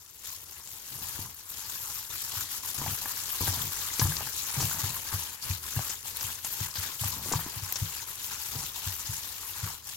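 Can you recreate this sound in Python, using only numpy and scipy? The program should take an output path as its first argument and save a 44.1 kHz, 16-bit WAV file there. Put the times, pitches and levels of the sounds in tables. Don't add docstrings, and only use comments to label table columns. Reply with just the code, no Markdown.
import sys
import numpy as np
from scipy import signal
from scipy.fft import rfft, irfft
from scipy.io import wavfile

SR = 44100
rng = np.random.default_rng(int(sys.argv[2]) if len(sys.argv) > 2 else 0)


def store_wav(level_fs):
    pcm = np.round(np.clip(np.atleast_2d(level_fs), -1, 1) * 32767)
    wavfile.write(sys.argv[1], SR, pcm.T.astype(np.int16))


def nominal_scale(level):
    x = np.asarray(level, float) / 20
    return 10 ** x


N = 439236

# peak_s, peak_db, pitch_hz
THUMPS = [(1.199, -38.5, 103), (2.372, -40, 97), (2.879, -33.5, 110), (3.418, -32, 107),
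          (3.489, -28.5, 100), (3.645, -45, 105), (4.022, -21.5, 116), (4.048, -24.5, 98),
          (4.084, -30.5, 139), (4.581, -26.5, 124), (4.642, -25.5, 112), (4.841, -29, 103),
          (5.144, -28.5, 100), (5.505, -26.5, 97), (5.772, -24, 112.7), (5.8, -31, 113),
          (6.249, -37.5, 103), (6.613, -30, 108), (6.787, -35, 97), (7.018, -31, 112), (7.053, -28.5, 103),
          (7.358, -24.5, 116), (7.57, -35.5, 110), (7.63, -34, 104), (7.824, -25, 108), (8.561, -34.5, 117),
          (8.872, -31, 98), (9.097, -31.5, 108), (9.637, -28.5, 106)]
# pitch_hz, level_db, fade_by_60_db_s
BOWL = [(290, -2.5, 0.019), (448, -9.5, 0.026), (820, -13.5, 0.054), (900, -2, 0.03), (984, 4.5, 0.036),
        (1152, 8.5, 0.02), (1585, 4.5, 0.016)]
# pitch_hz, gain_db
CRINKLE = [(900, -31), (2600, -8.5), (5000, -5), (7300, -1.5), (8600, -8.5), (10000, -4.5), (12800, -0.5),
           (15500, -1)]


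def rms_one(x):
    return x / np.sqrt(np.mean(x ** 2) + 1e-20)


def in_time(rows):
    s, *columns = np.transpose(rows)
    return [np.interp(np.arange(N) / SR, s, column) for column in columns]


def at_hz(points, hz, column=1):
    points = np.array(points)
    return np.interp(np.log(hz), np.log(points[:, 0]), points[:, column])


def drift(rate_hz):
    r = np.exp(-80 * np.pi * rate_hz / SR)
    noise = rng.standard_normal(N // 40 + 2002)
    slow = signal.lfilter([1], [1, -2 * r, r * r], noise)[2000:]
    return np.interp(np.arange(N) / 40, np.arange(len(slow)), rms_one(slow))


def ring(clicks, hz, t60_s):
    r, w = nominal_scale(-60 / (t60_s * SR)), 2 * np.pi * hz / SR
    return signal.lfilter([0, np.sin(w)], [1, -2 * r * np.cos(w), r * r], clicks + 1e-18)


def band_noise(low_hz, high_hz):
    band = signal.butter(2, [low_hz, high_hz], "band", fs=SR, output="sos")
    return signal.sosfilt(band, rng.standard_normal(N))


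def grains(per_s, size_db, clumps):
    sizes = nominal_scale(size_db * np.minimum(rng.exponential(1, (3, N)), 5))
    signs = rng.choice([-1, 1], (3, N))
    return sizes * signs * (rng.random((3, N)) < per_s * clumps / SR)


def crackle(clicks, low_hz, high_hz, sharpness, ringing, patchy_db, rate_hz, smear_db=0):
    dealt, out = rng.integers(0, 16, N), 0
    t = np.arange(N) / SR
    for k, hz in enumerate(np.geomspace(low_hz, high_hz, 16)):
        level_db = patchy_db * drift(rate_hz) - smear_db * np.log2(hz / low_hz) * t
        own = clicks * (dealt == k) * nominal_scale(level_db)
        tone = signal.lfilter(*signal.iirpeak(hz, sharpness, SR), own + 1e-18)
        out = out + own + ringing * tone
    return out


def colour(trains, spectrum):
    # pitch_hz, likeness (0 to 1), left_over_right_db
    image = [(100, 0.82, 3.5), (460, 0.53, 8), (840, 0.99, 1), (1520, 0.27, 5), (4250, 0.024, 6),
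             (11300, 0.57, 4), (14400, 0.071, 9)]
    right_lag_s = 0.00014
    hz = np.maximum(np.arange(N // 2 + 1) * SR / N, 1)
    mid, *own = rfft(trains) * nominal_scale(at_hz(spectrum, hz))
    alike = np.clip(at_hz(image, hz), 0, 1)
    lag_s = right_lag_s / (1 + (hz / 5000) ** 4) * np.array([[0], [1]])
    shared = mid * np.exp(-2j * np.pi * hz * lag_s)
    both = np.sqrt(alike) * shared + np.sqrt(1 - alike) * np.array(own)
    balance_db = at_hz(image, hz, column=2) * np.array([[.5], [-.5]])
    out = irfft(both * nominal_scale(balance_db), N)
    return out / np.sqrt(np.mean(out.mean(axis=0) ** 2))


def kneading():
    # time_s, rustle_db
    effort = [(0.0, -54.5), (0.228, -50.5), (0.243, -41.5), (0.55, -47.5), (1.17, -40.5), (1.36, -50.5),
              (1.47, -42), (2.34, -37.5), (3.25, -38), (3.33, -36.5), (4.8, -36.5), (5.23, -39),
              (7.34, -38.5), (7.39, -42.5), (8.67, -39), (9.82, -42.5)]
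    # stillest_s, lull_depth_db
    regrips = [(0.45, 7), (0.65, 4.5), (1.48, 7.5), (2.082, 7.5), (2.49, 6), (2.622, 5), (2.739, 4),
               (4.32, 3.5), (5.04, 4), (5.391, 10.5), (5.612, 7.5), (6.025, 10), (6.14, 4.5), (6.421, 9.5),
               (6.723, 8), (6.99, 6.5), (7.215, 5), (8.063, 4), (8.169, 5), (8.735, 5.5), (9.838, 10.5)]
    let_go_db_per_s, grip_db_per_s = 91, 292
    jolt_db, jolt_s, jolt_from_db = 5.5, 0.062, -15.5

    step = np.arange(0, N, 200) / SR
    s, depth_db = np.transpose(regrips)[:, :, None]
    recovery_db = np.where(step < s, (s - step) * let_go_db_per_s, (step - s) * grip_db_per_s)
    lull = np.maximum(depth_db - recovery_db, 0)

    s, peak_db, _ = np.transpose(THUMPS)[:, :, None]
    distance = (step - s) / jolt_s * np.where(step < s, 2, 1)
    jolt = jolt_db * np.sqrt(nominal_scale(peak_db - jolt_from_db)) * np.exp(-distance ** 2)
    swing_db = jolt.max(axis=0) - lull.sum(axis=0)
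    return in_time(effort)[0] + np.interp(np.arange(N) / SR, step, swing_db)


def glove(clumps):
    smear_db = 0.264
    creases = grains(9000, size_db=-0.5, clumps=clumps)
    creases = creases * nominal_scale(2 * smear_db * np.arange(N) / SR)
    rustle = crackle(creases, 1850, 13780, sharpness=8, ringing=14, patchy_db=4, rate_hz=22,
                     smear_db=smear_db)
    return colour(rustle, CRINKLE)


def ticks():
    flips = grains(220, size_db=2.5, clumps=nominal_scale(6 * drift(25)))
    ringing = crackle(flips, 2000, 8000, sharpness=6, ringing=5, patchy_db=0.5, rate_hz=8)
    return colour(ringing, CRINKLE)


def wetness():
    # time_s, extra_squelch_db
    squeezes = [(0.0, -1), (1.19, 1), (1.99, -1), (2.88, 1.5), (3.49, 2.5), (4.17, 2.5), (4.4, -1),
                (4.85, 4), (5.6, 1), (7.19, 2), (7.36, 6.5), (7.65, 3), (9.38, 1), (9.69, 6.5), (9.95, -1)]
    return in_time(squeezes)[0]


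def paste(clumps):
    # pitch_hz, gain_db
    squelch = [(120, 4.5), (270, -13.5), (620, -16.5), (900, 4), (1320, 1), (1700, 1), (2600, -10),
               (5000, -3)]
    pops = grains(1300, size_db=2.5, clumps=clumps)
    wet = crackle(pops, 332, 2280, sharpness=8.0, ringing=8.6, patchy_db=4.0, rate_hz=13.2)
    return colour(wet, squelch)


def rumble(knead_db, wet_db):
    # pitch_hz, gain_db
    rumble_spectrum = [(20, -61), (40, -7.5), (90, 0), (180, -13.5), (420, -14.5), (700, -19)]
    shake_db = -55 + 0.68 * (knead_db + wet_db + 46) + 2.0 * drift(30.0)
    return nominal_scale(shake_db) * colour(rng.standard_normal((3, N)), rumble_spectrum)


def snaps():
    # start_s, peak_db, pitch_hz, rattle_fade_s
    folds = [(0.061, -40, 6900, 0.003), (0.673, -31, 7100, 0.002), (2.6502, -34, 6400, 0.002),
             (2.915, -24, 13000, 0.026), (3.994, -15, 5700, 0.0087), (4.167, -21, 5500, .002),
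             (4.6035, -21, 6000, 0.028), (5.253, -41, 6100, 0.0028), (5.895, -24.5, 7230, 0.011),
             (6.169, -20, 14200, .002), (6.2073, -24.5, 5740, 0.0082), (6.446, -20, 7450, 0.0043),
             (6.604, -24.5, 6950, 0.0026), (6.7539, -28, 4800, 0.023), (7.3217, -18.5, 6800, 0.012),
             (7.7236, -13, 13100, 0.0018), (7.7565, -20, 5860, 0.01)]
    out, t = np.zeros((2, N)), np.arange(SR // 16) / SR
    for s, peak_db, hz, rattle_s in folds:
        noise = rng.standard_normal((2, len(t)))
        envelope = (1 - np.exp(-t / 0.00087)) * np.exp(-t / rattle_s)
        rattle = (noise + noise[0]) * envelope
        crack = rms_one(np.diff(rattle, prepend=0))
        burst = rms_one(ring(rattle, hz, 10.3 / hz)) + 0.09 * crack
        burst = nominal_scale(peak_db) * burst / np.abs(burst).max(axis=1, keepdims=True)
        at = round(s * SR)
        out[:, at:at + len(t)] += burst[:, :N - at]
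    return out * nominal_scale([[3], [-3]])


def shoves():
    # start_s, length_s, judder_db
    pushes = [(0.917, 0.14, -51.5), (1.19, 0.1, -54), (2.785, 0.14, -41.5), (3.422, 0.25, -43.5),
              (4.138, 0.13, -51.5), (4.57, 0.093, -39), (4.745, 0.173, -46.5), (7.08, 0.33, -48.5),
              (8.535, 0.1, -48)]
    edge_s = 0.0074
    bumps_db, bump_hz = -5, 450
    t, bearing = np.arange(N) / SR, 0
    for s, length_s, db in pushes:
        nearest_edge_s = np.minimum(t - s, (s + length_s - t) / 5)
        bearing = bearing + nominal_scale(db) * np.clip(nearest_edge_s / edge_s + 1, 0, 1)
    judder = band_noise(72, 146)
    soft = np.exp(-2 * np.pi * bump_hz / SR)
    hits = grains(260, size_db=2.0, clumps=nominal_scale(3.2 * drift(25)))[0]
    hits = signal.lfilter([1], [1, -soft], hits + 1e-18)
    bumps = sum(nominal_scale(db) * ring(hits, hz, t60_s) for hz, db, t60_s in BOWL)
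    return bearing * (rms_one(judder) + nominal_scale(bumps_db) * rms_one(bumps))


def knocks():
    # start_s, peak_db, tilt_db_per_octave
    hits = [(1.189, -30.5, -9), (2.814, -29.5, -6), (2.861, -25.5, -2), (3.056, -27, 2),
            (3.408, -24.5, -11.5), (3.475, -22.5, -1), (3.994, -23.5, -7.5), (4.015, -18.5, 7),
            (4.052, -23, -8), (4.119, -28, 18), (4.207, -29, 5), (4.269, -33.5, 40), (4.602, -26, -10),
            (4.711, -28, 46), (4.839, -30, 8), (5.126, -28, -2), (5.763, -27, -7), (5.791, -25, 8),
            (7.036, -26, 2), (7.164, -36, -15), (7.258, -36, -15), (7.286, -36, -11), (7.316, -25, -10),
            (7.334, -18.5, -6.5), (7.391, -29, 6), (7.461, -28, -8), (8.552, -35, -9), (9.664, -36, -1)]
    contact_s, smack_s = 0.0013, 0.011
    uneven_db, detune = 3, .035
    out, t = np.zeros(N), np.arange(SR // 8) / SR
    push = t * (np.exp(-t / contact_s) + 0.014 * np.exp(-t / smack_s))
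    for s, peak_db, tilt_db in hits:
        force = rng.standard_normal(len(t)) * push
        shift = 1 + detune * rng.standard_normal()
        blow = 0
        for hz, db, t60_s in BOWL:
            strength_db = db + tilt_db * np.log2(hz) + uneven_db * rng.standard_normal()
            blow = blow + nominal_scale(strength_db) * ring(force, hz * shift, t60_s)
        at = round(s * SR)
        out[at:at + len(t)] += nominal_scale(peak_db) * blow / np.abs(blow).max()
    return out


def thumps():
    # pitch_hz, level_db, fade_by_60_db_s
    panel = [(76.7, -1.5, 0.77), (97, 12, 0.098), (158.8, 14, 0.27)]
    swell_s, fade_s = 0.0102, 0.013
    after_db, slap_db = -40, -21
    out, load, t = np.zeros(N), np.zeros(N), np.arange(SR // 6) / SR
    rise = np.sin(np.pi / 2 * t / swell_s) ** 2
    fall = np.exp(-np.maximum(t - swell_s, 0) ** 1.36 / fade_s ** 1.245)
    shape = np.where(t < swell_s, rise, fall)
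    for s, peak_db, hz in THUMPS:
        at = round((s - swell_s) * SR)
        out[at:at + len(t)] += nominal_scale(peak_db) * shape * np.sin(2 * np.pi * hz * t)
        load[at:at + len(t)] += nominal_scale(peak_db) * shape
    out += sum(nominal_scale(after_db + db) * ring(out, hz, t60_s) / 10 for hz, db, t60_s in panel)
    out += nominal_scale(slap_db) * load * rms_one(band_noise(150, 260))
    return signal.sosfilt(signal.butter(2, 50, "high", fs=SR, output="sos"), out)


def kitchen(x):
    t60_s = 0.11
    out, dull = np.zeros((2, N)), np.exp(-2 * np.pi * 3000 / SR)
    lags = (rng.uniform(0.011, 0.021, 12) * SR).astype(int)
    for k, lag in enumerate(lags):
        loop, gain, state = x.copy(), nominal_scale(-60 * lag / SR / t60_s), [0.]
        for i in range(lag, N, lag):
            back, state = signal.lfilter([gain * (1 - dull)], [1, -dull], loop[i - lag:i], zi=state)
            loop[i:i + lag] += back[:N - i]
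        out[k % 2] += (loop - x) * (-1) ** (k // 2)
    return out


def scene():
    knead_db, wet_db = kneading(), wetness()
    clumps = nominal_scale(2.0 * drift(45) + 3.0 * drift(150))
    rustle = glove(clumps) + nominal_scale(-8) * ticks()
    squelching = nominal_scale(-11.0 + wet_db) * paste(clumps)
    hand = nominal_scale(knead_db) * (rustle + squelching)
    low = rumble(knead_db, wet_db)
    blows = knocks()
    bowl_and_counter = (shoves() + blows + thumps()) * nominal_scale([[1.6], [-1.6]])
    echo = nominal_scale(-7.5) * kitchen(blows)
    return hand + low + snaps() + bowl_and_counter + echo


def top_cut(x):
    return signal.sosfilt(signal.butter(12, 16810, fs=SR, output="sos"), x)


def record(dry):
    low_pass = signal.ellip(12, .5, 80, 15950, fs=SR, output="sos")
    mix = signal.sosfilt(low_pass, dry)
    return top_cut(mix)


dry = scene()
out = record(dry)
store_wav(out)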